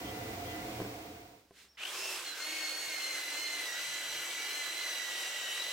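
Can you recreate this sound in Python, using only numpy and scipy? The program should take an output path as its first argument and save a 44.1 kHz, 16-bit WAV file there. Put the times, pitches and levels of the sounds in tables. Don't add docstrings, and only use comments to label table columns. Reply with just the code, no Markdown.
import sys
import numpy as np
from scipy import signal
from scipy.io import wavfile

SR = 44100
rng = np.random.default_rng(int(sys.argv[2]) if len(sys.argv) > 2 else 0)


def dump(signal):
    limited = np.clip(np.atleast_2d(signal).T, -1, 1)
    pcm = np.round(limited * 32767).astype(np.int16)
    wavfile.write(sys.argv[1], SR, pcm)


N = 252252
TIME_S = np.arange(N) / SR

# f/Hz, density/dB per Hz
DRONE_AIR = [(30, -15), (65, -5.5), (150, -10), (235, -5.5), (380, -8), (600, -11), (800, -11.5),
             (1100, -12.5), (1700, -15.5), (2300, -15), (5000, -19.5), (9500, -26), (12800, -30.5),
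             (15800, -51)]
# f/Hz, half of each pass's bandwidth/Hz, level re drone/dB
DUCT = [(91, 4.9, -14.5), (116.2, 3.4, -13.5), (199.3, 8.1, -20), (288, 18, -12.5), (312, 18, -9.5),
        (440, 15, -10.5), (523.5, 20, -14), (694.6, 28, -8.5), (735, 25, -12), (943, 17, -20),
        (2143, 41, -18.5), (2360, 85, -18.5)]
# f/Hz, likeness/1
DRONE_LIKENESS = [(60, .999), (200, 1), (350, 0.95), (600, 0.74), (950, 0.042), (1400, 0.11), (2200, -0.42),
                  (4200, -0.2), (5500, 0.062), (15000, 0)]
# f/Hz, left minus right/dB
DRONE_BALANCE = [(150, 0), (380, -1.5), (700, -4.5), (2400, 0), (6000, -2), (15000, -1)]
# f/Hz, relative level/dB
BUZZ = [(1200, -18), (1402, -6), (1798, -8), (1998, 1.5), (2799, -7)]
# start/s, end/s, level/dB
BUZZ_SWELLS = [(0, 0.35, -64), (.47, 0.62, -59.5)]
# start/s, end/s, level/dB
HISS_SWELLS = [(0.028, .105, -53), (0.447, 0.538, -56)]
# f/Hz, density/dB per Hz
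ROOM_AIR = [(40, -13), (150, -2), (500, -6.5), (2000, -9), (3000, -10.5), (6000, -7), (15000, -26)]
# t/s, level/dB
KNOCKS = [(.802, -39), (.818, -40), (.849, -45.5), (1.509, -57), (1.644, -69)]
# f/Hz, relative level/dB, t60/s
BENCH = [(194, -8.5, 0.19), (315, -12, 0.09), (401, 2, 0.1), (494, 0, 0.063), (680, 5.5, 0.03),
         (1020, -4, 0.055), (1530, -6, 0.033), (2520, -25, .015)]
# f/Hz, density/dB per Hz
SWISH = [(180, -45), (300, -3), (991, -15), (1570, -1), (1970, -3), (3790, -3.5), (6000, -7), (8880, -13),
         (15000, -20)]
# start/s, attack/s, end/s, release/s, level/dB
SWISHES = [(1.04, .03, 1.11, .05, -65), (1.35, .03, 1.4, .02, -71), (1.514, 0.075, 1.627, 0.078, -57.5)]
# t/s, f/Hz, level/dB
SQUEAK = [(1.677, 4800, -82), (1.684, 5200, -74), (1.692, 5500, -64), (1.718, 5560, -65),
          (1.733, 5300, -67), (1.742, 4700, -72), (1.7445, 5400, -86), (1.749, 5560, -66),
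          (1.757, 5250, -67), (1.765, 4600, -76)]
# t/s, speed/turns per s
RUN_UP = [(1.77, 190), (1.8, 235), (1.837, 283), (1.875, 318), (1.9, 333), (1.97, 375), (2.05, 387),
          (2.09, 383), (2.12, 376), (2.16, 373), (2.21, 369)]
# t/s, speed/turns per s
LOADED = [(2.245, 309), (2.28, 299), (2.34, 287), (2.42, 303), (2.48, 311), (2.55, 315), (2.68, 309),
          (2.82, 313), (2.9, 309), (2.99, 301), (3.17, 295), (3.27, 286), (3.42, 301), (3.62, 290),
          (3.73, 273), (3.81, 286), (3.88, 289), (4.06, 285), (4.17, 288), (4.4, 283), (4.57, 294),
          (4.69, 285), (4.8, 292), (5.0, 282), (5.12, 277), (5.31, 280), (5.5, 273), (5.72, 287)]
# f/Hz, density/dB per Hz
GRIT = [(40, -42), (80, -21.5), (110, -36), (170, -22), (220, -39), (300, -13.5), (500, -7.5), (1100, -5),
        (1700, -3), (3100, -2), (3700, -2.5), (7500, -6.5), (9500, -10), (15800, -17)]
# f/Hz, bandwidth/Hz, gain/dB
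HOUSING = [(327, 49, 1.5), (515, 310, -6), (1545, 340, -7.5), (2840, 690, -4.5), (5900, 2000, -28),
           (7870, 440, -14)]
# f/Hz, likeness/1
SANDER_LIKENESS = [(60, .999), (150, 1), (300, 1), (640, 0.98), (1400, 0.76), (3100, 0.55), (6800, 0.42),
                   (15000, 0.49)]
# f/Hz, left minus right/dB
SANDER_BALANCE = [(100, -0.5), (300, -1.5), (640, 0), (1400, -1), (4000, -1.3), (7500, -3.5), (15000, 1)]
# t/s, 1/e half-length/s, noise dip/dB
SLIPS = [(1.845, .004, 2), (1.865, 0.003, 4), (2.216, 0.048, 2.5), (2.334, 0.072, 4), (3.264, 0.044, 1.5),
         (3.673, .04, 0.5), (5.044, 0.032, 1)]
# t/s, 1/e half-length/s, level/dB
JERKS = [(1.775, .004, -53.5), (1.794, .004, -50), (1.805, .0035, -45), (1.8155, 0.004, -43),
         (1.827, .004, -47), (1.8372, .0035, -38.5), (1.856, 0.0048, -36.5), (1.875, 0.0055, -41),
         (1.895, .009, -45.5)]
# multiple of turn rate, relative level/dB
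JERK_TONES = [(5, -16), (7, -13), (9, -10), (10, 0), (11, -10), (14, -17), (16, -17)]
# t/s, 1/e half-length/s, level/dB
CRUNCHES = [(1.83, 0.022, -59), (1.95, 0.046, -53), (2.1, 0.13, -57.5), (2.2, .05, -56)]
# t/s, 1/e half-length/s, level/dB
CATCHES = [(2.36, 0.11, -50.5), (3.175, 0.02, -45.5), (3.78, 0.039, -49), (4.2, 0.26, -55.5),
           (4.675, 0.017, -50.5)]
# t/s, 1/e half-length/s, level/dB
THUMPS = [(2.88, 0.02, -69), (2.97, 0.036, -72), (3.13, 0.021, -69), (3.9, 0.049, -67), (4.15, 0.1, -70),
          (4.38, 0.024, -73)]
# t/s, level/dB
BLADE_LEVEL = [(2.2, -75), (2.27, -54), (2.37, -61), (2.44, -50), (2.53, -46.5), (2.65, -44.5), (2.74, -52),
               (2.81, -51), (2.92, -45), (3.25, -45.5), (3.35, -47.5), (3.53, -45), (3.8, -45.5),
               (4.1, -48.5), (4.33, -49), (4.52, -46.5), (5.1, -45), (5.4, -47.5), (5.72, -48.5)]
# t/s, level/dB
OCTAVE_LEVEL = [(2.22, -82), (2.265, -45.5), (2.335, -46), (2.36, -62), (2.42, -46.5), (2.6, -47),
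                (2.67, -42.5), (2.82, -44.5), (2.92, -49), (3.06, -44.5), (3.26, -49.5), (3.46, -43),
                (3.7, -50), (3.82, -48), (4.15, -49), (4.28, -52.5), (4.6, -46.5), (4.72, -48),
                (4.82, -45.5), (4.97, -45.5), (5.08, -51), (5.2, -48), (5.33, -51), (5.52, -48.5),
                (5.64, -43.5), (5.72, -51)]
# t/s, level/dB
HUM_LEVEL = [(2.2, -75), (2.27, -61), (2.37, -78), (2.48, -59), (2.72, -63.5), (3.05, -68), (3.25, -70),
             (3.35, -64), (3.55, -61.5), (3.7, -75.5), (4.6, -70), (5.72, -79)]
# multiple of turn rate, entry/s, base level/dB,
# slope/dB per % of extra speed, flutter/1
MOTOR_TONES = [(5, 2.37, -63.5, .5, 0.57), (6, 2.37, -58.5, .5, 0.42), (8, 2.4, -58.5, 0, 0.48),
               (9, 2.4, -64.5, 0.85, 0.9), (10, 2.9, -56.5, -0.26, 0.52), (11, 3.72, -54.5, -0.1, 0.35),
               (21, 2.36, -53.5, 0, 0.6), (27, 3.7, -62.5, -1, 1.1), (28, 3.2, -62.5, -0.5, 1)]
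# multiple of turn rate, t/s, 1/e half-length/s, change/dB
TONE_SWELLS = [(9, 2.5, .08, 4), (6, 4.53, 0.12, 3.5), (11, 4.92, 0.1, -12), (8, 4.4, 0.16, 8),
               (6, 5.4, .3, -7), (10, 5.45, 0.2, 6), (11, 5.5, 0.043, 4.5)]

BLADES = 7
ROLLER_RATIO = 0.156
WORKING_SPEED_TURNS_PER_S = 290
TRIGGER_S, TRIGGER_RISE_S = 1.7695, 0.003
SETTLED_S, SETTLE_S = 2.37, 0.068
DRONE_DB, DRONE_FADE_S, DRONE_GONE_S, DRONE_FADE_POWER = -41.5, 0.78, 1.516, 1.25
BUZZ_REST_DB, BUZZ_RAMP_S = -68.5, 0.02
# level/dB at working speed, slope/dB per % of extra speed, build-up/s
BOARD_RASP = (-42, 0.059, 0.051)
GRIT_SCRAPE = (-43, 0.026, 0.017)
DUST_HISS = (-41.5, 0.064, 0.085)
SCRAPE_DIP_SHARE = 0.36
FREE_BLADE_DB, FREE_HOARSE_DB, FREE_OCTAVE_DB, FREE_HUM_DB = -48, -49, -50, -58.5
JERK_SHUDDER_RAD, FREE_SHUDDER_RAD = 0.04, 0.035
BLADE_THROB, OCTAVE_THROB = 0.3, 0.19
TONE_WANDER_DB, TONE_WANDER_HZ = 0.8, 4
VENT_HZ, VENT_HALF_WIDTH_HZ, VENT_DB = 2983, 76, 5
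PUSH_S, PUSH_HALF_S, PUSH_TONES_DB = 4.2, 0.87, 2
CUTOFF_HZ = 15900


def from_db(db):
    return 10 ** (np.asarray(db) / 20)


def rms_one(x):
    return x / np.sqrt(np.mean(x ** 2) + 1e-20)


def in_time(rows):
    t_s, *columns = np.transpose(rows)
    return [np.interp(TIME_S, t_s, column) for column in columns]


def at_hz(points, hz):
    points = np.array(points)
    return np.interp(np.log(hz), np.log(points[:, 0]), points[:, 1])


def swell(start_s, attack_s, end_s, release_s):
    attack = np.clip((TIME_S - start_s) / attack_s, 0, 1)
    return attack * np.clip(1 - (TIME_S - end_s) / release_s, 0, 1)


def bump(t_s, half_s):
    return np.exp(-((TIME_S - t_s) / half_s) ** 2)


def bursts(rows):
    return sum(from_db(db) * bump(t_s, half_s) for t_s, half_s, db in rows)


def drift(rate_hz):
    step = 20
    warm_up = 4000
    pole = np.exp(-2 * np.pi * rate_hz * step / SR)
    white = rng.standard_normal(N // step + 2 + warm_up)
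    slow = signal.lfilter([1], [1, -2 * pole, pole * pole], white)[warm_up:]
    return np.interp(np.arange(N) / step, np.arange(len(slow)), rms_one(slow))


def resonate(x, hz, width_hz):
    r = np.exp(-np.pi * width_hz / SR)
    numerator = np.array([1, 0, -1]) * (1 - r * r) / 2
    return signal.lfilter(numerator, [1, -2 * r * np.cos(2 * np.pi * hz / SR), r * r], x)


def resonate_twice(x, hz, width_hz):
    return resonate(resonate(x, hz, width_hz), hz, width_hz)


def angle(hz):
    return 2 * np.pi * np.cumsum(hz) / SR


def spread(pair, hz, likeness, balance):
    alike = np.clip(at_hz(likeness, hz), -0.9, 0.999)
    sides = np.array([[1], [-1]])
    stereo = np.sqrt(1 + alike) * pair[0] + np.sqrt(1 - alike) * pair[1] * sides
    return stereo * from_db(sides * at_hz(balance, hz) / 2)


def noise_bands(spectrum, likeness, balance, count):
    edges_hz = np.geomspace(30, 17000, count + 1)
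    white = rng.standard_normal((2, 2, N))
    bands = []
    for k, (low_hz, high_hz) in enumerate(zip(edges_hz, edges_hz[1:])):
        hz = np.sqrt(low_hz * high_hz)
        band_pass = signal.butter(2, [low_hz, high_hz], "band", fs=SR, output="sos")
        pair = signal.sosfilt(band_pass, white[k % 2])
        bands.append((hz, from_db(at_hz(spectrum, hz)) * spread(pair, hz, likeness, balance)))
    total = np.sqrt(sum(np.mean(band ** 2) for hz, band in bands))
    return [(hz, band / total) for hz, band in bands]


def noise(spectrum, likeness, balance, count):
    return sum(band for hz, band in noise_bands(spectrum, likeness, balance, count))


def tone(phase, flutter, scatter, flutter_hz=55):
    phase = phase + rng.uniform(0, 2 * np.pi)
    cos, sin = np.cos(phase), np.sin(phase)
    mid = cos + flutter * (drift(flutter_hz) * cos + drift(flutter_hz) * sin)
    side = scatter * np.sin(phase + 1.07 * drift(7.0))
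    return rms_one(mid) + side * np.array([[1], [-1]])


def drone():
    out = from_db(-3.0) * noise(DRONE_AIR, DRONE_LIKENESS, DRONE_BALANCE, count=24)
    for hz, half_width_hz, db in DUCT:
        pair = resonate_twice(rng.standard_normal((2, N)), hz, 2 * half_width_hz)
        out += from_db(db) * rms_one(spread(pair, hz, DRONE_LIKENESS, DRONE_BALANCE))
    top_hiss = resonate_twice(rng.standard_normal((2, N)), hz=15300, width_hz=1800)
    return from_db(DRONE_DB) * (out + from_db(-14.0) * rms_one(top_hiss))


def buzz():
    whine_level, hiss_level = (
        sum(from_db(db) * swell(start_s, BUZZ_RAMP_S, end_s, BUZZ_RAMP_S) for start_s, end_s, db in rows)
        for rows in (BUZZ_SWELLS, HISS_SWELLS))
    lines = sum(from_db(db) * tone(2 * np.pi * hz * TIME_S, flutter=0.12, scatter=1.4)
                for hz, db in BUZZ)
    hiss = resonate_twice(rng.standard_normal((2, N)), hz=3190, width_hz=320)
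    return (from_db(BUZZ_REST_DB) + whine_level) * lines + hiss_level * rms_one(hiss)


def drone_fade():
    remaining = np.clip((DRONE_GONE_S - TIME_S) / (DRONE_GONE_S - DRONE_FADE_S), 0, 1)
    return remaining ** DRONE_FADE_POWER


def room_tone():
    hum_db = np.interp(TIME_S, [1.8, 1.95], [-75, -90])
    hum = from_db(hum_db) * np.sin(2 * np.pi * 68 * TIME_S)
    return from_db(-70.0) * noise(ROOM_AIR, SANDER_LIKENESS, SANDER_BALANCE, count=6) + hum


def knocks():
    out = np.zeros(N)
    age_s = np.arange(SR // 4) / SR
    for t_s, db in KNOCKS:
        ring = sum(from_db(mode_db) * np.sin(2 * np.pi * hz * age_s) * np.exp(-np.log(1000) * age_s / t60_s)
                   for hz, mode_db, t60_s in BENCH)
        crack = rms_one(resonate(rng.standard_normal(len(age_s)), hz=1500, width_hz=2200))
        crack = crack * np.exp(-age_s / 0.0039)
        start = int(t_s * SR)
        out[start:start + len(age_s)] += from_db(db) * (ring + from_db(-10) * crack)
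    return out


def swish_and_squeak():
    level = sum(from_db(db) * swell(*shape) for *shape, db in SWISHES)
    hz, squeak_db = in_time(SQUEAK)
    sounding = (TIME_S > SQUEAK[0][0]) * (TIME_S < SQUEAK[-1][0])
    squeak = from_db(squeak_db) * np.sin(angle(hz * (1 + 0.016 * drift(300)))) * sounding
    return level * noise(SWISH, SANDER_LIKENESS, SANDER_BALANCE, count=10) + squeak


def abrasion_db(layer, extra_speed_percent):
    db, db_per_percent, build_s = layer
    built = 1 - np.exp(-np.maximum(TIME_S - TRIGGER_S, 1 / SR) / build_s)
    return db + db_per_percent * extra_speed_percent + 20 * np.log10(built)


def belt(turn, roller, extra_speed_percent):
    dip_db = sum(db * bump(t_s, half_s) for t_s, half_s, db in SLIPS)
    rasp_db = abrasion_db(BOARD_RASP, extra_speed_percent) - dip_db
    scrape_db = abrasion_db(GRIT_SCRAPE, extra_speed_percent) - SCRAPE_DIP_SHARE * dip_db
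    hiss_db = abrasion_db(DUST_HISS, extra_speed_percent) - dip_db
    out = 0
    for hz, band in noise_bands(GRIT, SANDER_LIKENESS, SANDER_BALANCE, count=24):
        low = at_hz([(700, 1), (1600, 0)], hz)
        high = at_hz([(3000, 0), (6500, 1)], hz)
        level_db = low * rasp_db + (1 - low - high) * scrape_db + high * hiss_db
        out = out + band * from_db(level_db + 1.06 * drift(9.2))
    out = out + sum(from_db(db) * resonate(out, hz, width_hz) for hz, width_hz, db in HOUSING)
    throb_db = 0.35 * np.sin(roller) + 0.5 * np.sin(turn)
    return out * from_db(throb_db + 0.16 * drift(190) + 0.42 * drift(9.2))


def spin_up(turn):
    turn = turn + JERK_SHUDDER_RAD * drift(260)
    cluster = sum(from_db(db) * tone(multiple * turn, flutter=0.4, scatter=0.5, flutter_hz=260)
                  for multiple, db in JERK_TONES)
    return bursts(JERKS) * cluster


def board_noise(rows, hz, width_hz):
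    return bursts(rows) * rms_one(resonate_twice(rng.standard_normal(N), hz, width_hz))


def free_whine(turn):
    turn = turn + FREE_SHUDDER_RAD * (drift(31) + drift(95))
    blade = BLADES * turn
    whine = from_db(FREE_BLADE_DB) * tone(blade, flutter=0.74, scatter=0.5)
    whine += from_db(FREE_HOARSE_DB) * tone(blade, flutter=3.9, scatter=0.27, flutter_hz=360)
    whine += from_db(FREE_HUM_DB) * tone(turn, flutter=0.11, scatter=0.03)
    octave = from_db(FREE_OCTAVE_DB) * tone(2 * blade, flutter=0.55, scatter=0.82, flutter_hz=130)
    return (swell(start_s=1.92, attack_s=0.06, end_s=2.135, release_s=0.11) * whine
            + swell(start_s=1.925, attack_s=0.06, end_s=2.16, release_s=0.03) * octave)


def motor(speed, turn, roller, extra_speed_percent):
    settled = np.clip((TIME_S - SETTLED_S) / SETTLE_S, 0, 1)
    tug_rad = 0.033 * np.sin(roller) * (1 + 0.99 * drift(5.3)) + 0.032 * drift(27)
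    turn = turn + settled * tug_rad
    throb = roller + 1.5 * drift(2.9)
    (blade_db,), (octave_db,), (hum_db,) = map(in_time, (BLADE_LEVEL, OCTAVE_LEVEL, HUM_LEVEL))

    out = from_db(hum_db) * tone(turn, flutter=0.36, scatter=0.023, flutter_hz=20)
    blade_gain = from_db(blade_db) * (1 + BLADE_THROB * np.sin(throb))
    out += blade_gain * tone(BLADES * turn, flutter=0.48, scatter=0.92, flutter_hz=67)
    pulsing = 1 + settled * (OCTAVE_THROB * np.sin(throb) + 0.17 * np.sin(2 * throb + drift(18)))
    out += from_db(octave_db) * pulsing * tone(2 * BLADES * turn, flutter=0.44 * settled, scatter=1.0)

    for order, enters_s, db, db_per_percent, flutter in MOTOR_TONES:
        vent_db = VENT_DB * np.exp(-((order * speed - VENT_HZ) / VENT_HALF_WIDTH_HZ) ** 2)
        push_db = PUSH_TONES_DB * bump(PUSH_S, PUSH_HALF_S)
        swell_db = sum(change_db * bump(t_s, half_s)
                       for which, t_s, half_s, change_db in TONE_SWELLS if which == order)
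        wander_db = TONE_WANDER_DB * drift(TONE_WANDER_HZ)
        level_db = db + db_per_percent * extra_speed_percent + vent_db + push_db + swell_db + wander_db
        entered = np.clip((TIME_S - enters_s) / SETTLE_S, 0, 1)
        out += entered * from_db(level_db) * tone(order * turn, flutter, scatter=0.38, flutter_hz=3 * order)
    return out


def sander():
    speed, = in_time(RUN_UP + LOADED)
    extra_speed_percent = 100 * (speed / WORKING_SPEED_TURNS_PER_S - 1)
    turn = angle(speed)
    roller = ROLLER_RATIO * turn
    sanding = belt(turn, roller, extra_speed_percent)
    whine = spin_up(turn) + free_whine(turn) + motor(speed, turn, roller, extra_speed_percent)
    board = board_noise(CRUNCHES, hz=990, width_hz=560)
    board += board_noise(CATCHES, hz=1510, width_hz=360)
    board += board_noise(THUMPS, hz=110, width_hz=120)
    running = np.clip((TIME_S - TRIGGER_S) / TRIGGER_RISE_S, 0, 1)
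    return running * (whine + sanding + board)


def scene():
    return drone_fade() * (drone() + buzz()) + room_tone() + knocks() + swish_and_squeak() + sander()


def record(dry):
    low_pass = signal.ellip(12, 0.2, 80, CUTOFF_HZ, fs=SR, output="sos")
    return signal.sosfilt(low_pass, dry)


dry = scene()
out = record(dry)
dump(out)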